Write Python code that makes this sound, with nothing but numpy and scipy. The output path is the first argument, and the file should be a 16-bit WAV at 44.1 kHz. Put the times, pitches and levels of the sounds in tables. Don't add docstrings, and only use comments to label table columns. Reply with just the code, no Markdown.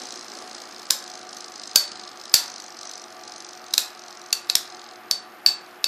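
import sys
import numpy as np
from scipy import signal
from scipy.fft import rfft, irfft, next_fast_len
from scipy.io import wavfile
from scipy.ndimage import uniform_filter1d

SR = 44100
rng = np.random.default_rng(int(sys.argv[2]) if len(sys.argv) > 2 else 0)


def waveform_to_disk(signal):
    frames = np.transpose(np.atleast_2d(signal))
    scaled = np.clip(frames, -1, 1) * 32767
    samples = np.round(scaled).astype(np.int16)
    wavfile.write(sys.argv[1], SR, samples)


def ratio(d):
    e = np.asarray(d, float) / 20
    return 10 ** e


N = 258867

# (frequency [Hz], density [dB per Hz])
AIR_SPECTRUM = [(24, -71), (40, -34.5), (123, -35), (218, -6.5), (287, -19), (333, -9.5), (577, -8.5),
                (722, -5.5), (973, -9.5), (1190, -2.5), (3300, -18), (8310, -32), (9650, -28),
                (14000, -22.5), (15500, -90)]
AIR_DB = -38.5
# (frequency [Hz], bandwidth [Hz], level [dB])
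HUM_RESONANCES = [(109, 2.7, -69), (194, 5, -84), (230, 10, -63), (305.5, 21, -57.5), (347.5, 29, -54.5),
                  (654.4, 4.4, -53.5), (737.4, 12, -47.5), (718, 95, -62.5), (841, 6.2, -51.5),
                  (1169, 7.7, -52)]
# (frequency [Hz], level [dB])
HUM_TONES = [(359, -52.5), (737, -51.5), (122, -74)]
# (frequency [Hz], t60 [s])
ROOM_DECAY = [(250, 0.34), (1000, 0.82), (3000, 0.31), (6000, 0.25), (10000, 0.25), (15000, 0.26)]
# (delay [s], level [dB])
NEAR_ECHOES = [(.0045, -26), (0.0115, -25.5), (0.0185, -63), (.026, -24.5)]
# (time [s], level [dB])
GRIND_LEVEL = [
    (0, -43.5),
    (0.401, -44),
    (1, -49),
    (2, -53.5),
    (3.001, -55),
    (4, -58),
    (5.002, -65),
    (5.87, -55.5),
]
# (frequency [Hz], gain [dB])
TIP_COLOUR = [(120, -16.5), (250, 6), (500, 5), (1200, 0), (2500, -5.5), (4500, -7), (7000, -10),
              (11000, -17.5)]

# (frequency [Hz], gain [dB])
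SHELL_COLOUR = [(2500, -23.5), (3300, -9), (4000, -7), (5000, 3), (5600, 0.5), (6200, 4), (6900, -7.5),
                (7800, -7.5), (9200, -15.5), (10500, -17.5), (14000, -19.5)]
SPIN_START, DRAG_PER_S, FIRST_TURN = 28.64, 1.237, -0.022
# (time [s], loss [turns per second])
SPIN_LOSSES = [
    (.906, .954),
    (1.758, .27),
    (2.34, -.051),
    (3.779, .114),
    (4.553, .321),
]
# (start [s], first knock [dB], second knock [dB],
# place of the second knock in the turn [0-1], brightness [dB per octave])
WOBBLE_SWINGS = [(-.05, -35.5, -33.5, 0.59, 0), (.25, -35, -37, 0.58, -1), (0.458, -39.5, -35, 0.54, -2),
                 (0.691, -38.5, -36, 0.44, -1.5), (0.901, -36, -36.5, 0.66, -1.5),
                 (1.251, -40.5, -32.5, 0.62, -0.5), (1.51, -38, -31.5, .54, -.5),
                 (1.758, -39, -33.5, 0.7, -5.5), (2.149, -35, -37, 0.65, -1.5), (2.36, -36, -34, .56, 0),
                 (2.75, -33.5, -34, 0.58, 1), (3.049, -39.5, -43, .55, -2.5), (3.189, -41, -34.5, 0.65, 0),
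                 (3.619, -39, -38, .58, -2), (3.922, -38.5, -42.5, .62, -0.5), (4.44, -39, -38, 0.63, -5),
                 (4.97, -55, -53, .56, -9), (5.45, -53, -49, 0.4, -7), (5.8, -69, -80, .6, -15.5)]
LULL_DB, WAKE_S, TIRE_S, SAG_DB_PER_S = (6, 9), 0.05, 0.04, (5, 9)
FIRST_PLACE, SLIDE_PER_S = 0.038, (0.17, 0.34)
KNOCK_S = (0.0037, 0.0053)

# (time [s], peak [dB], brightness [dB per octave], contact time [ms], share sent to the room [dB])
RIM_CLASHES = [(0.906, -3.5, 3.5, 2.58, 5), (1.758, 3.5, 2.7, 2.33, 2), (2.34, 5.5, 2.8, 3.13, 3),
               (3.737, -8.5, 1.5, 3.2, 1.5), (3.779, -2.5, 3.2, 2.3, 4.5), (4.327, -8.5, 2.5, 4.2, 1.5),
               (4.498, -8, 0.5, 3.4, 1), (4.553, -2, 2.9, 2.55, 1), (5.111, -6.5, 1.3, 2.33, 2),
               (5.462, -4.5, 1, 2.2, 7), (5.842, -7, 2, 2.26, 2)]
# (frequency [Hz], frequency [Hz], frequency [Hz])
STRUCK_PARTS = [(7300, 5200, 6000), (6330, 6990, 5000), (4800, 5850, 7430), (3970, 5020, 5880),
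                (3970, 7600, 5600), (5910, 7050, 4500), (4710, 3910, 4300), (5450, 9010, 3400),
                (5310, 6160, 4520), (4530, 7590, 5290), (3890, 5190, 4530)]
# (level [dB], level [dB], level [dB])
STRUCK_PART_DB = (10, 8, 7)
OFF_AXIS = 0.33
# (time [s], peak [dB])
GLANCING_TOUCHES = [
    (0.9025, -11),
    (0.9315, -53),
    (3.729, -45),
    (3.79, -39),
    (4.492, -24),
    (4.566, -18),
    (4.574, -35),
]
# (oval mode [dB], first wheel's high mode [dB], second wheel's high mode [dB],
# bowl floor [dB], bowl wall [dB])
CLASH_RINGS = [(-44, -45, -52, -12, -22), (-15.5, -38, -25, -15, -22), (-20, -24, -45, -17, -20),
               (-50, -45, -52, -22, -20), (-50, -48, -46, -17, -14), (-30, -52, -44, -24, -11),
               (-48, -40, -55, -18, -14), (-49, -35, -50, -23, -21), (-26, -62, -62, -21, -22),
               (-13.5, -50, -36, -21, -18), (-26, -47, -43, -17, -11)]
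# (column of CLASH_RINGS, frequency [Hz], level [dB], t60 [s])
METAL_MODES = [(0, 4520, 0, .24), (0, 4570, -1, .2), (0, 4465, -6, .12), (0, 4640, -7, .12),
               (1, 11440, -2, .13), (1, 11550, 0, .1), (2, 11950, 0, .14), (2, 11850, -3, .14),
               (2, 12020, -5, .12)]
# (frequency [Hz], gain [dB])
CRACK_COLOUR = [(300, -17), (1200, -11), (2200, -9), (3000, -9), (3800, 1), (5000, 0.5), (6300, -3.5),
                (7500, -4), (10000, -12.5), (11600, -10), (13500, -12.5), (15700, -21)]
# (frequency [Hz], level [dB], t60 [s])
BOWL_MODES = [(580, -9.5, 0.04), (1027, -14, 0.07), (1413, -18, 0.13), (1693, -0.5, 0.029),
              (1800, -14.5, 0.024), (2633, -5.5, 0.039), (2590, 12, 0.015)]
WALL_HZ = 2200

MIC_LOW_HZ, MIC_HIGH_HZ = 110, 14700
# (time [s], level [dB])
INPUT_JOLTS = [
    (1.758, -28.5),
    (2.34, -47),
    (3.779, -42),
    (4.327, -57),
    (4.499, -53),
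    (4.553, -28.5),
    (5.462, -59),
]
JOLT_S = 0.00041
# (frequency [Hz], level under the loudest part [dB])
DROPOUT_LIMIT = [(60, -30.5), (250, -38), (400, -60), (7000, -71), (9000, -33), (10500, -23.5),
                 (14500, -20.5), (16000, -10)]


def evened(x):
    return x / np.sqrt(np.mean(x ** 2) + 1e-20)


def read(points, hz):
    f, value = np.transpose(points)
    return np.interp(np.log(hz + 1), np.log(f + 1), value)


def add(mix, s, sound):
    part = mix[max(round(s * SR), 0):][:len(sound)]
    part += sound[:len(part)]


def coloured(x, points, tilt_db=0, peaks=()):
    size = next_fast_len(len(x))
    hz = np.fft.rfftfreq(size, 1 / SR)
    gain_db = read(points, hz) + tilt_db * np.log2(hz / 5000 + 0.29)
    gain_db += sum(db * np.exp(-((hz - f) / 260) ** 2) for f, db in peaks)
    return irfft(rfft(x, size) * ratio(gain_db), size)[:len(x)]


def ring(hz, db, t60, t, phase=0):
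    return ratio(db - 60 * t / t60) * np.sin(2 * np.pi * (hz * t + phase))


def band(hz, width):
    radius = np.exp(-np.pi * width / SR)
    drive = rng.standard_normal(N) + 1j * rng.standard_normal(N)
    envelope = signal.lfilter([1], [1, -radius], drive)
    return evened((envelope * np.exp(2j * np.pi * hz * np.arange(N) / SR)).real)


def air():
    t = np.arange(N) / SR
    wash = ratio(AIR_DB - 7.5) * evened(coloured(rng.standard_normal(N), AIR_SPECTRUM))
    tones = sum(ratio(db) * np.sin(2 * np.pi * hz * t) for hz, db in HUM_TONES)
    resonances = sum(ratio(db - 5.5) * band(hz, width) for hz, width, db in HUM_RESONANCES)
    return wash + tones + resonances


def room(x):
    out, t = np.zeros(N), np.arange(N) / SR
    for k in range(3):
        taps = np.zeros(SR // 2)
        at = np.arange(200, len(taps) - 20, 20)
        taps[at + rng.integers(0, 20, len(at))] = rng.choice([-1., 1.], len(at))
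        hz, time, z = signal.stft(taps, SR, nperseg=256)
        decay = ratio(-60 * time / read(ROOM_DECAY, hz)[:, None])
        tail = signal.istft(z * decay, SR, nperseg=256)[1]
        tail *= 1 - np.exp(-np.arange(len(tail)) / SR / 0.0039)
        share = np.sqrt(2 / 3) * np.cos(np.pi * (3.1 * t + k / 3))
        out += signal.fftconvolve(x * share, tail / np.linalg.norm(tail))[:N]
    near = np.zeros(SR // 20)
    for s, db in NEAR_ECHOES:
        add(near, s, ratio(db) * rng.standard_normal(24) / 5)
    return ratio(-10.5) * out + signal.fftconvolve(x, near)[:N]


def grind():
    uneven_db = 2.8 * evened(uniform_filter1d(rng.standard_normal(N), 300))
    grains = rng.standard_normal(N) * ratio(uneven_db)
    level_db = np.interp(np.arange(N) / SR, *np.transpose(GRIND_LEVEL)) - 1
    return ratio(level_db) * evened(coloured(grains, TIP_COLOUR))


def knock_plan():
    t = np.arange(N) / SR
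    turns = FIRST_TURN + SPIN_START * t - DRAG_PER_S * t ** 2 / 2
    turns -= sum(lost * np.maximum(t - s, 0) for s, lost in SPIN_LOSSES)
    start, *levels_db, place, bright_db = np.transpose(WOBBLE_SWINGS)
    plan = []
    for side, late in enumerate([FIRST_PLACE + 0 * place, place]):
        turn = np.arange(int(np.interp(start[-1], t, turns)))
        rough = np.interp(turn + side / 2, turns, t)
        swing = np.clip(np.searchsorted(start, rough) - 1, 0, len(start) - 2)
        since, until = rough - start[swing], start[swing + 1] - rough
        at = np.interp(turn + late[swing] - SLIDE_PER_S[side] * since, turns, t)
        lull = np.exp(-since / WAKE_S) + np.exp(-until / TIRE_S)
        level_db = levels_db[side][swing] - SAG_DB_PER_S[side] * since - LULL_DB[side] * lull
        plan.append([at, level_db, bright_db[swing]])
    return np.transpose(plan, (2, 0, 1)).reshape(-1, 3)


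def whirr():
    when, knock_db, _ = knock_plan().reshape(-1, 2, 3).mean(1).T
    t = np.arange(N) / SR
    db = np.interp(t, when, knock_db, right=-90)
    early_db = 4 * np.exp(-t / 0.35)
    slide = coloured(rng.standard_normal(N), SHELL_COLOUR, -1.2, [(4200, 14), (5000, 4.1)])
    return ratio(db + early_db - 13.5) * evened(slide)


def rattle():
    out, t = np.zeros(N), np.arange(512) / SR
    for k, (at, level_db, bright_db) in enumerate(knock_plan()):
        length_s = KNOCK_S[k % 2]
        luck, chatter, bumps = rng.standard_normal(2), rng.standard_normal(512), rng.standard_normal(512)
        peaks = [(5900, 4.3 * bright_db), (4030, 6.7)]
        chatter = evened(coloured(chatter, SHELL_COLOUR, bright_db, peaks))
        uneven = ratio(2.4 * evened(uniform_filter1d(uniform_filter1d(bumps, 40), 30)))
        envelope = np.minimum(t / 0.00016, 1) / (1 + np.exp((t - length_s) / 0.00039))
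        knock = chatter * uneven * envelope
        loud = np.sqrt(uniform_filter1d(knock ** 2, 130).max())
        gain = ratio(level_db + 0.9 * luck[0] + 3)
        add(out, at - length_s / 2 + 0.00045 * luck[1], gain * knock / loud)
    return out


def crack(db, tilt_db, contact_ms, thud_db, peaks):
    t = np.arange(4096) / SR
    u = t / (contact_ms / 1000)
    push = u ** 0.6 * (np.exp(-2.4 * u) + 0.08 * np.exp(-1.0 * u))
    noise = rng.standard_normal(len(t))
    for _ in range(2):
        even = rfft(noise * push)
        noise = irfft(even / (abs(even) + 1e-9)) / (push + 0.05 * push.max())
    sharp = coloured(np.roll(noise * push, 240), CRACK_COLOUR, tilt_db, peaks)[200:-200]
    bowl = np.zeros(len(t))
    for hz, level_db, t60 in BOWL_MODES:
        level_db += thud_db[int(hz > WALL_HZ)]
        bowl += ring(hz * rng.normal(1, 0.04), level_db, t60, t, rng.random())
    thud = ratio(-9.5) * bowl * np.minimum(t / 0.0036, 1)
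    return ratio(db) * (sharp / abs(sharp).max() + thud[:-400])


def metal_ring(strength_db):
    t = np.arange(SR // 2) / SR
    modes = np.zeros(len(t))
    for column, hz, db, t60 in METAL_MODES:
        level_db = db + strength_db[int(column)]
        modes += ring(hz * rng.normal(1, 0.001), level_db, t60, t, 0.2 * rng.random())
    return ratio(3) * modes * np.minimum(t / 0.001, 1)


def clashes():
    cracks, spread, metal = np.zeros(N), np.zeros(N), np.zeros(N)
    for (s, db, *touch, spread_db), strength_db, parts in zip(RIM_CLASHES, CLASH_RINGS, STRUCK_PARTS):
        blow = crack(db + 6, *touch, strength_db[3:], list(zip(parts, STRUCK_PART_DB)))
        add(cracks, s - 0.0006, blow)
        missing = list(zip(parts, -OFF_AXIS * np.array(STRUCK_PART_DB)))
        off_axis = coloured(blow, [(100, 0.01), (16000, 0)], 0, missing)
        add(spread, s - 0.0006, ratio(spread_db) * off_axis)
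        add(metal, s, metal_ring(strength_db))
    for s, db in GLANCING_TOUCHES:
        add(cracks, s, crack(db, -3.1, 3.2, (-15, -15), [(4800, 6.4)]))
    return cracks, spread, metal


def scene():
    cracks, spread, metal = clashes()
    knocks = rattle()
    wet = room(spread + knocks + ratio(-4) * metal)
    mono = cracks + knocks + metal + wet + whirr() + grind() + air()
    signs = np.repeat(rng.choice([-1, 1], N // 128 + 1), 128)[:N]
    unlike = ratio(-24) * cracks * signs
    return np.array([mono + unlike, mono - unlike])


def jolts():
    out, t = np.zeros(N), np.arange(1024) / SR
    for s, db in INPUT_JOLTS:
        add(out, s, ratio(db) * t / JOLT_S * np.exp(1 - t / JOLT_S))
    return out


def gated(x):
    hz, _, z = signal.stft(x, SR, window="cosine", nperseg=1024, noverlap=512)
    power = abs(z.mean(0)) ** 2
    loudest = uniform_filter1d(power[70:], 60, axis=0).max(0)
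    luck = rng.standard_normal(power.T.shape).T
    luck = uniform_filter1d(uniform_filter1d(luck, size=8, axis=0), size=5, axis=1)
    limit_db = read(DROPOUT_LIMIT, hz)[:, None] - 9 + 3 * evened(luck)
    limit = loudest ** 0.7 * ratio(2 * limit_db)
    kept = uniform_filter1d(power, size=5, axis=0) > limit
    return signal.istft(z * kept, SR, window="cosine", nperseg=1024, noverlap=512)[1][:, :N]


def band_limit(x):
    return signal.sosfilt(signal.butter(12, 15840, fs=SR, output="sos"), x)


def record(dry):
    bass_cut = signal.butter(2, MIC_LOW_HZ, "high", fs=SR, output="sos")
    top_cut = signal.cheby1(8, 1, MIC_HIGH_HZ, fs=SR, output="sos")
    heard = signal.sosfilt(top_cut, signal.sosfilt(bass_cut, dry))
    clip_band = signal.butter(2, 900, "high", fs=SR, output="sos")
    clipping = signal.sosfiltfilt(clip_band, np.clip(heard, -1, 1) - heard)
    mix = gated(heard + clipping + ratio([[0.4], [-0.4]]) * jolts())
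    return band_limit(mix)


dry = scene()
out = record(dry)
waveform_to_disk(out)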